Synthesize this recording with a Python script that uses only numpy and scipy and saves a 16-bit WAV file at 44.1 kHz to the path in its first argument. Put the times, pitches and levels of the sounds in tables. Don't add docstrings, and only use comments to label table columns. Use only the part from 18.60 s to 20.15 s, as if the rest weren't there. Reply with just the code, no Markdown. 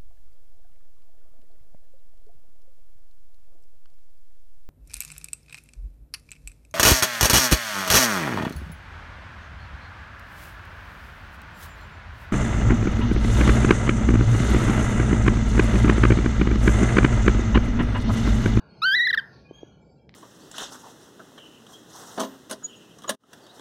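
import sys
import numpy as np
from scipy import signal
from scipy.fft import rfft, irfft, next_fast_len
from scipy.io import wavfile
from scipy.ndimage import uniform_filter1d, map_coordinates

SR = 44100
rng = np.random.default_rng(int(sys.argv[2]) if len(sys.argv) > 2 else 0)


def master(y):
    cut = np.clip(np.atleast_2d(y).T, -1, 1)
    pcm = np.round(cut * 32767)
    wavfile.write(sys.argv[1], SR, pcm.astype(np.int16))


N = 68355
T = np.arange(N) / SR
TOP_HZ = 15720


def amp(db):
    return 10 ** (np.asarray(db) / 20)


def unit(x):
    return x / np.sqrt(np.mean(x ** 2) + 1e-20)


def over_hz(points, hz):
    freq_hz, value = np.transpose(points)
    return np.interp(np.log(hz + 1), np.log(freq_hz + 1), value)


def over_time(points):
    return np.interp(T, *np.transpose(points))


def wobble(rate_hz):
    return map_coordinates(rng.standard_normal(4096), [T * rate_hz])


def gate(start_s, end_s, edge_s):
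    return np.sin(np.pi / 2 * np.clip(np.minimum(T - start_s, end_s - T) / edge_s, 0, 1)) ** 2


def filtered(x, response):
    size = next_fast_len(N + SR // 2)
    return irfft(rfft(x, size) * response(np.fft.rfftfreq(size, 1 / SR)), size)[:N]


def rush(spectrum, patchy_db):
    bins = signal.stft(rng.standard_normal(N), nperseg=512)[2]
    patches = uniform_filter1d(rng.standard_normal(bins.shape), size=4, axis=0)
    patches = uniform_filter1d(patches, size=10, axis=1)
    noise = signal.istft(bins * amp(patchy_db * unit(patches)), nperseg=512)[1][:N]
    return unit(filtered(noise, lambda hz: amp(over_hz(spectrum, hz))))


def echo(x, decays, gap_s):
    hz, t, bins = signal.stft(rng.standard_normal(SR // 2), SR, nperseg=256)
    tail = signal.istft(bins * amp(-60 * t / over_hz(decays, hz)[:, None]), SR, nperseg=256)[1]
    return signal.fftconvolve(np.pad(x, (round(gap_s * SR), 0)), tail / np.linalg.norm(tail))[:N]


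def place(events, sound):
    out = np.zeros(N + SR)
    for start_s, gain_db in events:
        out[round(start_s * SR):][:len(sound)] += amp(gain_db) * sound
    return out[:N]


def rumble():
    # freq_hz, density_db
    spectrum = [(15,-59.5),(42,-30.5),(55,-1.5),(95,-6.5),(130,1),(215,-4),(300,-8),(500,-8.5),(700,-16),(900,-17),(1050,-47),(2000,-55),(4000,-60),(6500,-51),(8000,-58.5),(15500,-69.5)]
    # time_s, level_db
    envelope = [(0,-54),(0.351,-52.5),(0.701,-54),(1.098,-54),(1.55,-55.5)]
    return amp(over_time(envelope)) * rush(spectrum, patchy_db=1.28)


def birds():
    # start_s, length_s, first_hz, last_hz, level_db, octave_db
    whistles = [(.08,.14,4350,4380,-68,-30),(.1,.08,3200,3190,-78,-30),(.155,.065,4100,4150,-74,-30),(.02,.03,2850,2850,-74,-30),(.84,.076,2430,2450,-60,-26),(.883,.042,3080,3120,-65,-14),(.925,.1,3200,3300,-59.5,-8),(1.015,.07,3280,3250,-67,-10),(.82,.26,1660,1680,-70,-30),(1.0,.11,5700,6050,-78,-30),(1.105,.08,4300,4300,-79,-30),(.7,.22,1110,1110,-72,-30),(1.24,.14,4650,4620,-81,-30),(1.2,.2,7300,7550,-89,-30),(1.2,.24,5150,5130,-83,-30),(1.17,.21,1400,1390,-76,-30),(1.355,.04,4100,4100,-78,-30),(1.38,.07,3250,3230,-82,-30),(1.37,.05,2700,2680,-81,-30),(1.385,.07,2350,2300,-75,-30),(1.03,.14,2950,3050,-77,-30),(1.06,.25,2350,2300,-78,-30)]
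    # centre_hz, width_hz, gain_db
    twitter_bands = [(910,310,-2),(1090,100,-7),(1430,92,-2),(1610,97,-8.5),(2420,330,-8),(2860,76,-16),(3800,360,-17),(4560,170,-12.5),(5074,190,-16),(6185,360,-23)]
    # time_s, level_db
    twitter_envelope = [(0,-65),(.1,-68),(.21,-64.5),(.3,-61.5),(.7,-70.5),(1.0,-74),(1.15,-78.5),(1.47,-91)]
    out = np.zeros(N)
    for start_s, length_s, first_hz, last_hz, level_db, octave_db in whistles:
        end_s = start_s + length_s
        pitch_hz = np.interp(T, [start_s, end_s], [first_hz, last_hz]) * (1 + .009 * wobble(150))
        phase = 2 * np.pi * np.cumsum(pitch_hz) / SR
        overtones = np.sin(2 * phase) + amp(-27) * np.sin(3 * phase) + amp(-24) * np.sin(4 * phase)
        envelope = amp(level_db + 5 * wobble(70)) * gate(start_s, end_s, edge_s=.014)
        out += envelope * (np.sin(phase) + amp(octave_db) * overtones)
    for centre_hz, width_hz, gain_db in twitter_bands:
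        band = filtered(rng.standard_normal(N), lambda hz: np.exp(-((hz - centre_hz) / width_hz) ** 2))
        out += amp(over_time(twitter_envelope) + gain_db + 5.5 * wobble(8)) * unit(band)
    return out + amp(-4) * echo(out, [(1000, .55)], gap_s=.0033)


def rustle():
    # time_s, level_db
    swell = [(0.618,-87),(0.691,-74),(0.741,-64.5),(0.802,-64),(0.879,-75),(0.982,-93)]
    # freq_hz, density_db
    spectrum = [(1470, -64), (2500, -37), (2590, -21), (3970, -6), (4380, 0.5), (6120, -15), (6400, -41),
                (8000, -42), (9600, -52), (10300, -32), (11200, -54.5), (17600, -89.5)]
    envelope = amp(over_time(swell) + 1.3 * wobble(88.3)) * gate(swell[0][0], swell[-1][0], edge_s=.05)
    return envelope * rush(spectrum, patchy_db=2.5)


def scrape():
    # time_s, level_db
    rise = [(1.487,-74),(1.5,-70.5),(1.535,-72),(1.545,-62),(1.55,-48)]
    # freq_hz, density_db
    spectrum = [(710, -41), (1200, -2), (1300, -25.5), (1730, -9), (3920, -14.5), (8000, -41.5),
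                (10400, -68), (17600, -120)]
    return amp(over_time(rise)) * gate(rise[0][0], 2, edge_s=.0028) * rush(spectrum, patchy_db=2.5)


def thumps():
    # start_s, peak_db
    bumps = [(.9092,-29.5),(1.0302,-27.7)]
    first_hz, settled_hz = 1480, 325
    sag_s, swell_s, decay_s = .0009, .0019, .0027
    t = T[:SR // 20]
    cycles = settled_hz * t + (first_hz - settled_hz) * sag_s * (1 - np.exp(-t / sag_s))
    envelope = (1 - np.exp(-(t / swell_s) ** 4)) * np.exp(-t / decay_s)
    return place(bumps, -envelope / envelope.max() * np.sin(2 * np.pi * cycles))


def ticks():
    # start_s, gain_db
    hits = [(1.493, -33.5), (1.5407, -33)]
    # freq_hz, level_db, t60_s
    modes = [(2120,2,0.0037),(3660,4,0.0023),(5100,-9,0.0053),(887,-9.5,0.0062)]
    attack_s, cutoff_hz = .00015, 5800
    t = T[:SR // 20]
    ring = sum(amp(db - 60 * t / t60_s) * np.sin(2 * np.pi * hz * t) for hz, db, t60_s in modes)
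    tick = ring * (1 - np.exp(-t / attack_s)) ** 3
    return filtered(place(hits, tick), lambda hz: 1 / np.sqrt(1 + (hz / cutoff_hz) ** 16))


def monkey():
    # time_s, pitch_hz, effort_db, tilt_db_per_octave, rasp_db
    squeal = [(.2175,1181,-36.5,2.5,-28.5),(.222,1250,-27,1,-31),(.235,1329,-23,1.5,-41.5),(.256,1497,-20.5,0,-39.5),(.267,1542,-21,1,-47),(.309,1547,-22,0.5,-37.5),(.331,1636,-22.5,4.5,-38.5),(.346,1727,-19,1.5,-37.5),(.355,1926,-21,3.5,-31),(.361,1995,-18,-3,-37),(.383,1974,-18.5,-3,-31.5),(.392,1840,-24.5,1,-30.5),(.4056,1891,-19,-2,-40),(.413,1945,-19,-2,-27.5),(.4215,1984,-18.5,-3,-40.5),(.439,1876,-22,-2.5,-36.5),(.458,2056,-18.5,-4.5,-37.5),(.469,1934,-20,-5.5,-27),(.4755,1683,-22,1.5,-20.5),(.482,1820,-25.5,-8.5,-33),(.4924,2009,-17.5,-4,-39),(.4995,1999,-22.5,-1.5,-33),(.508,1751,-22,-1,-30.5),(.513,1566,-32,0.5,-13),(.518,1561,-40.5,-1.5,-14.5)]
    chirps = [
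        [(.527,1859,-40.5,-11,-31.5),(.531,1942,-19.5,-0.5,-32),(.536,1868,-24,-3,-27.5),(.541,1756,-17.5,-8,-26.5),(.5475,1553,-26,1,-3.5),(.553,1345,-35.5,-2,-19.5),(.557,1236,-51.5,1,-20)],
        [(.573,1741,-33.5,-16,-28),(.5765,1817,-19.5,-0.5,-31.5),(.582,1787,-19.5,-4,-26),(.588,1608,-26.5,-3,-22),(.5964,1585,-29,-1,-22.5),(.603,1442,-41,2.5,-12.5)],
    ]
    # freq_hz, gain_db
    mouth = [(1100,-1.5),(1500,2),(1750,1.5),(1880,3),(1990,-4),(2070,-5.5),(2550,-12.5),(2780,-18.5),(3100,-5.5),(3450,-11),(3680,-8),(3950,-5),(4300,-6.5),(4700,-17),(5100,-20.5),(5700,-30.5),(6300,-40),(7500,-48.5),(9000,-57.5),(11000,-37.5),(12500,-50.5),(14000,-41),(15500,-52)]
    # time_s, gain_db
    treble = [(.22,0),(.35,-4.5),(.362,-10.5),(.385,-10.5),(.392,1),(.412,7),(.422,-4.5),(.465,-3),(.473,5),(.482,4.5),(.495,-2.5),(.51,7),(.53,2),(.55,4),(.575,0.5),(.584,-4.5),(.59,7.5),(.6,-7)]
    # freq_hz, gain_db
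    breath = [(600,-58),(1200,-24),(2000,-18),(2800,-16),(4000,-13),(5200,-14),(6300,-28),(8500,-29),(11000,-20),(13000,-22),(15500,-24)]
    glide_s, jitter, shimmer_db = .0016, .003, .5
    treble_hz, flutter_db = 6500, 2
    halo_hz, halo_db, hiss_db = 1100, -4, 2

    notes = [squeal, *chirps]
    time_s, *columns = np.concatenate(notes).T
    contour_hz, effort_db, tilt_db_per_octave, rasp_db = (np.interp(T, time_s, c) for c in columns)
    pitch_hz = uniform_filter1d(contour_hz, size=round(glide_s * SR)) * (1 + jitter * wobble(300))
    phase = 2 * np.pi * np.cumsum(pitch_hz) / SR
    effort = amp(effort_db) * sum(gate(note[0][0], note[-1][0], edge_s=.0024) for note in notes)
    treble_db = over_time(treble)
    voice = np.zeros(N)
    for k in range(1, 14):
        partial_hz = k * pitch_hz
        rasp = k ** 1.25 * amp(rasp_db + halo_db)
        halo = rasp * (wobble(halo_hz) * np.sin(k * phase) + wobble(halo_hz) * np.cos(k * phase))
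        partial = (np.sin(k * phase) + halo) / np.sqrt(1 + rasp ** 2)
        level_db = tilt_db_per_octave * np.log2(k) + over_hz(mouth, partial_hz) + shimmer_db * wobble(150)
        level_db += (treble_db + flutter_db * wobble(120)) / (1 + (treble_hz / partial_hz) ** 8)
        voice += amp(level_db) * (partial_hz < TOP_HZ) * partial
    hiss = effort * amp(rasp_db + hiss_db) * rng.standard_normal(N)
    low_air = filtered(hiss, lambda hz: amp(over_hz(breath, hz)) * (hz < treble_hz))
    high_air = filtered(hiss * amp(treble_db), lambda hz: amp(over_hz(breath, hz)) * (hz >= treble_hz))
    return np.sqrt(2) * effort * voice + low_air + high_air


def scene():
    # freq_hz, t60_s
    room_decay = [(500, 0.48), (2000, 0.38), (3200, 0.17), (5000, 0.21), (8000, .6), (12000, 0.57)]
    near = monkey() + ticks()
    room = amp(-17.5) * echo(near, room_decay, gap_s=.0055)
    yard = amp(-33.5) * echo(near, [(1000, .43)], gap_s=.019)
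    return (near + room + yard + thumps() + birds() + rustle() + scrape() + rumble())[None]


def record(dry):
    return filtered(dry[0], lambda hz: hz < TOP_HZ)[None]


dry = scene()
out = record(dry)
master(out)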